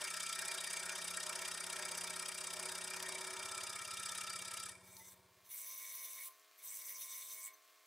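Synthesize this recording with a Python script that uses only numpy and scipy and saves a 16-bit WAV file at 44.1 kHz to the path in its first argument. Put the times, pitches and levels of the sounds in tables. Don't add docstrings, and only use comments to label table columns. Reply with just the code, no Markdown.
import sys
import numpy as np
from scipy import signal
from scipy.fft import rfft, irfft
from scipy.io import wavfile
from scipy.ndimage import uniform_filter1d

SR = 44100
rng = np.random.default_rng(int(sys.argv[2]) if len(sys.argv) > 2 else 0)


def persist_wave(psi):
    counts = np.round(np.clip(psi, -1, 1) * 32767).astype(np.int16)
    wavfile.write(sys.argv[1], SR, np.atleast_2d(counts).T)


N = 346626
T = np.arange(N) / SR

# (frequency [Hz], relative side level [dB])
SPREAD = [(60, -50), (160, -42), (270, -41), (450, -26), (740, -11), (1220, -12.5), (2010, -13),
          (3330, -12), (5500, -9.5), (9080, -13), (15000, -29)]
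FAST_SPREAD = [(60, -20), (200, -24), (380, -33), (1290, -51), (2380, -51), (4400, -19.5), (8120, -7.5),
               (15000, -16)]
# (frequency [Hz], left minus right [dB])
BALANCE = [(450, 0), (740, -.5), (1220, .3), (2010, .5), (3330, -.4), (5500, 1.8), (9080, 1.3), (15000, .5)]
# (frequency [Hz], rms level [dB])
MOTOR = [(100, -99), (300, -88), (500, -78.5)]
FAST_MOTOR = [(499, -95.5), (705, -86), (1122, -81.5), (1305, -88), (1803, -89), (2401, -85.5)]
# (time [s], drone level [dB], thump level [dB])
HUM_LEVELS = [(0.0, -75.5, -91), (.9, -75.5, -89), (1.1, -73, -93), (2.2, -72, -85), (3.22, -74, -88),
              (3.42, -77, -78), (4.7, -74, -79.5), (5.5, -78, -78.5)]
# (time [s], depth [dB])
DRONE_DIPS = [(.04, -11), (.5, -11), (3.32, -16)]
# (crank multiple, relative level [dB])
DRONE_ORDERS = [(5, -5), (8, -38), (9, -27), (10, -27), (11, 3), (12, -36), (13, -11), (14, -15.5),
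                (15, -15), (16, -10), (17, -28)]
THUMP_ORDERS = [(4, -13), (5, 0), (6, 0), (7, 0.5), (8, -1.5)]
FAST_HUM_ORDERS = [(3, -90.5), (4, -86.5), (5, -90), (6, -80), (7, -91.5), (9, -105), (11, -102.5),
                   (12, -98.5), (13, -104), (14, -95), (20, -78)]
SING_ORDERS = [(21, 2), (32, -15), (33, -14.5), (36, -7), (41, -10)]
# (time [s], peak [dB])
SNAPS = [(0.39, -31), (2.162, -38), (3.026, -32), (4.967, -43), (6.396, -55), (6.623, -64), (6.633, -61),
         (6.815, -43), (6.824, -50)]
# (time [s], length [s], nominal pitch [Hz], level [dB])
SQUEAKS = [(4.958, 0.08, 932, -64.5), (4.989, 0.055, 2105, -65), (5.015, 0.09, 2150, -72),
           (6.568, 0.038, 12700, -64), (7.528, 0.029, 6400, -63.5), (7.525, 0.029, 12640, -65)]

# (frequency [Hz], width [Hz], relative level [dB])
FRAME_MODES = [(375.4, 8.7, 4), (347, 11, -12), (256, 26, -20.5)]
WOOD_MODES = [(480, 15, -21), (491, 51, -8), (575, 41, -8.5), (609.7, 11.7, 5), (656, 14, 3.5),
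              (714, 17, -5.5), (836.4, 19.5, -1), (935.7, 19.6, 5), (1036, 57, -2), (1080, 30, -6)]
ARM_MODES = [(1246, 16, -8.5), (1335, 18.6, -1.5), (1702, 30, -10), (2343, 20, -10), (3607, 20, -13.5)]
TABLE_MODES = [(1425, 76, -3.5), (1618, 23, -2), (1663, 11, -2.5), (1849, 52, 1), (2164, 16, -1.5),
               (2296, 39, 3), (2394, 12, 3)]
GUIDE_MODES = [(2523, 21, -6), (2784, 66, -3), (3220, 65, -2), (3576, 39, 1.5), (3843, 26, 1)]
BLADE_MODES = [(3700, 31, -1), (4720, 13, 8), (4836, 41, -5.5), (4987, 110, 0.5), (5460, 89, -3.5),
               (5900, 156, -3), (6446, 11, 3.5), (6860, 49, -3.5)]
TEETH_MODES = [(7710, 130, 0), (7720, 110, -2.5), (7900, 50, -1.5), (8360, 380, -2), (8900, 160, 0.5),
               (9330, 290, 0), (10100, 520, -6), (10740, 410, -10), (12220, 350, -14), (13600, 480, -18)]
FAST_FRAME_MODES = [(1966, 88, -6), (2000, 25, -24), (2165, 40, -2.5), (2230, 27, 8)]
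FAST_WOOD_MODES = [(4960, 140, -10), (5470, 200, -10), (5790, 160, -0.5), (6145, 84, 4.5), (6550, 220, -7)]
FAST_ARM_MODES = [(7290, 210, -5), (7500, 200, -12), (8140, 220, 0.5), (8750, 170, -8)]
FAST_TABLE_MODES = [(2950, 33, -9), (3110, 45, -7), (3430, 40, -1.5), (3700, 44, -9), (3568, 38, -1),
                    (3740, 31, 3.5), (3700, 50, -5.5), (4110, 44, -8), (4250, 56, -0.5)]
FAST_BLADE_MODES = [(9950, 440, -7.5), (10500, 200, -3.5), (10980, 290, -7.5), (12000, 300, -9),
                    (12900, 300, -9.5), (13820, 110, 3.5), (15100, 1200, -11.5)]
# (frequency [Hz], relative level [dB])
WOOD_BED = [(20, -49), (60, -25), (200, -14.5), (300, -50), (450, -16), (770, -27), (1100, -39),
            (1400, -50), (2500, -82)]
TABLE_BED = [(500, -56), (900, -15.5), (1200, -13), (2000, -12.5), (2500, -38), (3500, -21), (9000, -35)]
BLADE_BED = [(700, -43.5), (1500, -23.5), (2600, -16.5), (3400, -6.5), (4300, -13), (5400, -8.5),
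             (6300, -14), (7200, -9), (9000, -40), (16000, -79)]
TEETH_BED = [(2000, -35.5), (5000, -10), (7100, -14), (8700, -20), (9800, -20), (11500, -27), (13500, -24),
             (14300, -47), (16000, -33)]
FAST_BLADE_BED = [(1200, -44), (2500, -21), (5000, -23.5), (9000, -21.5), (12500, -17.5), (16000, -13.5)]
FAST_IDLE_BED = [(20, -26), (100, -28), (220, -16.5), (400, -7), (800, -5), (1200, -1), (1650, 2),
                 (2100, -0.5), (3200, 0.5), (6500, -3), (9000, -7), (16000, -4.5)]

# (time [s], speed [turns/s])
CRANK = [(0.0, 15.96), (0.3, 16.08), (0.5, 15.79), (0.75, 15.9), (1.0, 16.14), (1.4, 16.05), (1.6, 16.16),
         (1.9, 16.02), (2.1, 16.3), (2.5, 16.11), (3.0, 16.26), (3.3, 16.37), (3.6, 16.56), (4.0, 16.61),
         (4.4, 16.66), (4.7, 16.74), (5.4, 16.65)]
# (time [s], cutting effort [dB], return against cutting stroke [dB])
FEED = [(0.0, 1.5, -.5), (.4, 2, -0.5), (.55, 0.5, -0.5), (1.35, .5, -2), (2.8, -1.06, -0.5),
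        (3.3, -1, -2.5), (3.7, -1.5, -2), (4.2, 0, -1), (4.42, -3, 0), (4.58, -2, 0.5), (4.7, -3.5, 2)]
# (time [s], looseness [dB])
LOOSENESS = [(0.0, 4), (.1, -2), (.35, -3.5), (.42, 1.5), (.7, -.5), (.9, 1), (1.15, -1.5), (1.33, 2.5),
             (1.55, -1), (1.83, 2.5), (2.35, -2), (2.65, 2), (2.88, -1), (3.1, 2.5), (3.6, -0.5),
             (3.85, -3), (4.2, -3), (4.7, -6)]
# (start [s], end [s], boost [dB])
BINDS = [(0.024, 0.3, 3), (3.198, 4.33, 5)]
# (level [dB], effort slope [dB/dB], looseness slope [dB/dB], free level [dB])
PARTS = dict(rasp=(-48.5, 1, 0, -66), blade=(-50.5, 1, 0, -70), table=(-52, 1, 0.78, -67),
         arm=(-56.5, 0.5, -0.37, -72), chatter=(-58, -0.43, 1.5, -69.5), boom=(-66, -1, 1.6, -72.5))
# (start [s], end [s], teeth hiss [dB], arm rasp [dB], wood whistle [dB], wood rattle [dB],
# frame buzz [dB], blade singing [dB], entry rasp boost [dB], exit rasp boost [dB], rattle peak [s])
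FAST_CUTS = [(4.848, 5.132, -51, -60, -57.5, -62.5, -64, -80, 7, 7, 4.93),
             (5.509, 6.28, -49.5, -60.5, -57.5, -60, -63, -65.5, 6.5, 1, 6.0),
             (6.642, 7.48, -50, -58, -55.5, -61.5, -62, -79, 5, 11, 7.18)]

CUT_END_S, CUT_RELEASE_S, CLEARING_DB_PER_S = 4.685, 0.081, 15
DISSOLVE_START_S, DISSOLVE_END_S = 4.67, 5.664
FAST_CRANK_HZ, FAST_SAG_HZ = 105.1, 0.75
IDLE_DB, WHINE_FREE_DB, WHINE_LOAD_DB, WHINE_LAG_S = -68.5, -79, 10, 0.26
BRUSH_S, ATTACK_S, RELEASE_S, SETTLE_S = 0.053, 0.023, 0.02, 0.14
BRUSH_DB, SAG_DB, LET_GO_DB, FREE_DB = -13, -1.5, -18.5, -32.5
ENTRY_S, EXIT_S, EDGE_WIDTH_S = 0.081, 0.035, 0.038
WHISTLE_ARCH_DB, SING_ARCH_DB, RATTLE_SWELL_DB = 6, 8, 11
CUTOFF_HZ = 15780


def amp(db):
    return 10 ** (np.asarray(db) / 20)


def unit(x):
    return x / np.sqrt(np.mean(x ** 2) + 1e-20)


def curves(rows):
    times_s, *columns = np.transpose(rows)
    return [np.interp(T, times_s, column) for column in columns]


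def ramp(start_s, end_s):
    return np.clip((T - start_s) / max(end_s - start_s, .001), 0, 1)


def bump(at_s, width_s):
    return np.exp(-((T - at_s) / width_s) ** 2)


def spectrum_db(points, hz):
    points_hz, db = np.transpose(points)
    return np.interp(np.log(hz + 1), np.log(points_hz + 1), db)


def wander(rate_hz):
    return unit(np.interp(T * rate_hz, np.arange(4000), rng.standard_normal(4000)))


def tones(turns, orders):
    return sum(np.sqrt(2) * amp(db) * np.cos(2 * np.pi * k * turns) for k, db in orders)


def add(mix, at_s, sound):
    part = mix[round(at_s * SR):][:len(sound)]
    part += sound[:len(part)]


def body(x, modes=(), bed=((1, -90), (2, -90)), size=8192):
    hz = np.fft.rfftfreq(size, 1 / SR)
    power = amp(spectrum_db(bed, hz)) ** 2
    for mode_hz, width_hz, db in modes:
        detune = (2 * (hz - mode_hz) / width_hz) ** 2
        power = power + amp(db) ** 2 / (1 + detune) / (1 + detune / 60)
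    cepstrum = irfft(np.log(power) / 2)[:size // 2]
    cepstrum[1:] *= 2
    impulse = irfft(np.exp(rfft(cepstrum, size)))
    return unit(signal.oaconvolve(x, impulse)[:N])


def workshop(x, t60_s, size=12000):
    t = T[:size]
    taps = rng.standard_normal(size) * (rng.random(size) < .06) * amp(-60 * t / t60_s) * (t > .002)
    return signal.oaconvolve(x, taps / np.linalg.norm(taps))[:N]


def place(dry, spread, balance=None):
    hz = np.fft.rfftfreq(N, 1 / SR)
    treble = signal.sosfilt(signal.butter(2, 1500, "high", fs=SR, output="sos"), dry)
    mid = rfft(dry + amp(-14.5) * workshop(treble, t60_s=0.14))
    side = rfft(workshop(dry, t60_s=0.13)) * amp(spectrum_db(spread, hz) - 1.0)
    lean = amp(spectrum_db(balance, hz) / 2) if balance else 1
    return irfft(np.array([(mid + side) * lean, (mid - side) / lean]), N)


def frame_hum(turns):
    drone_db, thump_db = curves(HUM_LEVELS)
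    drone_db += sum(db * bump(at_s, width_s=0.027) for at_s, db in DRONE_DIPS)
    drone = amp(drone_db + 1.7 * wander(15)) * tones(turns + 0.0059 * wander(17), DRONE_ORDERS)
    thump = amp(thump_db + 1.3 * wander(10)) * tones(turns + 0.057, THUMP_ORDERS)
    return drone + thump


def fast_running(turns, force):
    load_db = WHINE_LOAD_DB * sum(
        ramp(start_s - BRUSH_S, start_s + WHINE_LAG_S) * (1 - ramp(end_s + RELEASE_S, end_s + SETTLE_S))
        for start_s, end_s, *_ in FAST_CUTS)
    whine_db = WHINE_FREE_DB + load_db + 2.8 * wander(40)
    whine = amp(whine_db) * tones(turns + 0.0078 * wander(70), [(10, 0), (11, -10)])
    rustle = amp(IDLE_DB) * body(force * scrape(turns, 0.38, 5.3, size=420), bed=FAST_IDLE_BED)
    hum = amp(0.36 * load_db - 3.1 + 1.4 * wander(21)) * tones(turns, FAST_HUM_ORDERS)
    return whine + rustle + hum


def snaps():
    out, t = np.zeros(N), T[:800]
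    band = signal.butter(2, [4000, 11000], "band", fs=SR, output="sos")
    for at_s, db in SNAPS:
        snap = signal.sosfilt(band, rng.standard_normal(len(t)) * np.exp(-t / 0.0032))
        add(out, at_s, amp(db) * snap / abs(snap).max())
    return out


def squeaks():
    out = np.zeros(N)
    for at_s, length_s, nominal_hz, db in SQUEAKS:
        count = int(length_s * SR)
        cycles = np.cumsum(nominal_hz * (1 + 0.0042 * wander(450)[:count])) / SR
        add(out, at_s, np.hanning(count) * tones(cycles, [(0.96, db)]))
    return out


def wood_grain(x, depth_db, frames, bins):
    window = dict(nperseg=512, noverlap=384)
    spectra = signal.stft(x, **window)[2]
    patches = rng.standard_normal(spectra.shape)
    for axis, span in enumerate((bins, frames)):
        patches = uniform_filter1d(patches, span, axis)
    return unit(signal.istft(spectra * amp(depth_db * unit(patches)), **window)[1][:N])


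def scrape(turns, repeat, grain_db, size=2720):
    pattern = irfft(np.exp(2j * np.pi * rng.random(size // 2)), 4 * size)
    teeth = np.interp(turns % 1, np.arange(4 * size) / (4 * size), pattern)
    grains = rng.standard_normal(N) * amp(grain_db * np.minimum(rng.exponential(1, N), 5))
    return np.sqrt(repeat) * unit(teeth) + np.sqrt(1 - repeat) * unit(grains)


def strokes(turns, lag_turns, sharpness, floor, back_db, catch_db, bite, late_turns=0, slide_db=0):
    phase = turns - lag_turns - late_turns * np.sin(np.pi * (turns - lag_turns)) ** 2
    stroke = np.round(2 * phase).astype(int)
    sliding = np.clip((stroke - 2 * phase - .14) / .04, 0, 1)
    stroke_db = back_db * (stroke % 2) + catch_db[stroke % len(catch_db)] + slide_db * sliding
    force = abs(np.cos(2 * np.pi * phase)) ** sharpness * amp(stroke_db)
    return np.sqrt(bite * unit(force) ** 2 + floor ** 2 + 1 - bite) / np.sqrt(1 + floor ** 2)


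def fast_cut_db(start_s, end_s, hiss_db, rasp_db, whistle_db, rattle_db, buzz_db, sing_db,
                entry_db, exit_db, rattle_s):
    brush_s, let_go_s = start_s - BRUSH_S, end_s + RELEASE_S
    press_db = curves([(brush_s - ATTACK_S, FREE_DB), (brush_s, BRUSH_DB),
                       (start_s - ATTACK_S, BRUSH_DB), (start_s, 0), (end_s, SAG_DB),
                       (let_go_s, LET_GO_DB), (let_go_s + SETTLE_S, FREE_DB)])[0]
    arch = np.sqrt(abs(np.sin(np.pi * ramp(start_s, end_s))))
    edges_db = entry_db * bump(start_s + ENTRY_S, EDGE_WIDTH_S)
    edges_db += exit_db * bump(end_s - EXIT_S, EDGE_WIDTH_S)
    return [hiss_db + press_db,
            rasp_db + 0.91 * press_db + edges_db,
            whistle_db + 0.72 * press_db + WHISTLE_ARCH_DB * (arch - 1),
            rattle_db + 0.39 * press_db + RATTLE_SWELL_DB * (bump(rattle_s, width_s=0.31) - 1),
            buzz_db + 0.7 * press_db,
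            sing_db + 0.78 * press_db + SING_ARCH_DB * (arch - 1)]


def fast_cutting(turns, force):
    levels_db = np.max([fast_cut_db(*cut) for cut in FAST_CUTS], axis=0)
    teeth = force * amp(1.8 * wander(22)) * scrape(turns, 0.12, 2.7, size=420)
    hiss = wood_grain(body(teeth, FAST_BLADE_MODES, FAST_BLADE_BED), depth_db=2.3, frames=4, bins=8)
    arm_force = force * amp(2.5 * wander(70) + 1.36 * wander(20))
    rasp = body(arm_force * scrape(turns, 0.68, 3.1, size=420), FAST_ARM_MODES)
    wood_force = force * amp(2.7 * wander(60) + 0.6 * wander(20))
    whistle = body(wood_force * scrape(turns, 0.49, 2.6, size=420), FAST_WOOD_MODES)
    knocks = scrape(turns, 0.72, 2.5, size=420)
    rattle = body(force * knocks * amp(2.9 * wander(45) + 1.3 * wander(20)), FAST_TABLE_MODES)
    buzz = body(knocks * amp(4.2 * wander(22)), FAST_FRAME_MODES)
    sing = amp(2.1 * wander(30)) * tones(turns, SING_ORDERS)
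    return sum(amp(db) * part for db, part in zip(levels_db, (hiss, rasp, whistle, rattle, buzz, sing)))


def fast_saw():
    braking = sum(ramp(start_s - SETTLE_S, start_s) * (1 - ramp(start_s, end_s) ** 2)
                  for start_s, end_s, *_ in FAST_CUTS)
    crank_hz = (FAST_CRANK_HZ - FAST_SAG_HZ * braking) * (1 + .0022 * wander(35))
    turns = np.cumsum(crank_hz) / SR
    catch_db = 1.4 * rng.standard_normal(2000)
    force = strokes(turns, 0, sharpness=2.0, floor=1.4, back_db=-2.6, catch_db=catch_db, bite=0.86)
    return fast_cutting(turns, force) + fast_running(turns, force) + tones(T, FAST_MOTOR)


def cutting(turns):
    effort_db, back_db = curves(FEED)
    loose_db = curves(LOOSENESS)[0]
    free = ramp(CUT_END_S, CUT_END_S + CUT_RELEASE_S)
    bite = 0.98 * (1 - free) + 0.27 * free
    gain = {part: amp((db + by_effort * effort_db + by_loose * loose_db) * (1 - free) + free_db * free)
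            for part, (db, by_effort, by_loose, free_db) in PARTS.items()}

    catch_db = 0.69 * rng.standard_normal(200)
    snag = amp(1.27 * wander(450))
    drag_catch_db = catch_db + 0.27 * rng.standard_normal(200)
    teeth = snag * strokes(turns, -0.028, 4.7, 0.24, back_db - 0.5, catch_db, bite, late_turns=0.053)
    drag = snag * strokes(turns, -0.0095, 2.75, 0.41, 0.17 * back_db, drag_catch_db, bite,
                          late_turns=0.016)
    push = strokes(turns, 0.016, 2.2, 0.62, 1.14 * back_db, catch_db, bite,
                   late_turns=0.033, slide_db=-13)
    slap = strokes(turns, 0.01, 0.62, 0.57, back_db, catch_db, bite)
    lift = strokes(turns, 0, 2.2, 0.21, 11.7, catch_db, bite, slide_db=-8)

    rasp = body(teeth * scrape(turns, repeat=0.23, grain_db=2.5), TEETH_MODES, TEETH_BED)
    rasp = wood_grain(rasp, depth_db=1.36, frames=7, bins=27)
    rubbing = scrape(turns, 0.16, 2.7)
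    blade = body(drag * rubbing, BLADE_MODES, BLADE_BED)
    guide = 0.57 * body(lift * rubbing, GUIDE_MODES)
    blade = wood_grain(blade + guide, depth_db=1.22, frames=10, bins=5)
    table = body(push * scrape(turns, 0.21, 3.8), TABLE_MODES, TABLE_BED)
    table = wood_grain(table, depth_db=2.77, frames=21, bins=3)
    bind_db = sum(db * (ramp(start_s - 0.038, start_s) - ramp(end_s, end_s + 0.038))
                  for start_s, end_s, db in BINDS)
    arm = body(push * amp(bind_db + 0.67 * wander(8.2)) * scrape(turns, 0.59, 4.6), ARM_MODES)
    chatter = body(slap * scrape(turns, 0.44, 2.5), WOOD_MODES, WOOD_BED)
    boom = body(scrape(turns, 0.93, 3), FRAME_MODES)

    treble = gain["rasp"] * rasp + gain["blade"] * blade + gain["table"] * table + gain["arm"] * arm
    bass = gain["chatter"] * chatter + gain["boom"] * boom
    clearing_db = -CLEARING_DB_PER_S * np.maximum(T - CUT_END_S, 0)
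    return amp(clearing_db) * treble + bass


def saw():
    turns = 0.245 + np.cumsum(curves(CRANK)[0]) / SR
    return cutting(turns) + frame_hum(turns) + tones(T, MOTOR)


def scene():
    dissolve = ramp(DISSOLVE_START_S, DISSOLVE_END_S)
    normal = place(saw() * (1 - dissolve) + snaps() + squeaks(), SPREAD, BALANCE)
    fast = place(fast_saw() * dissolve ** 1.07, FAST_SPREAD)
    return normal + fast


def record(dry):
    taps = signal.firwin(1023, CUTOFF_HZ, window=("kaiser", 9), fs=SR)
    return signal.oaconvolve(dry, taps[None], "same")


dry = scene()
out = record(dry)
persist_wave(out)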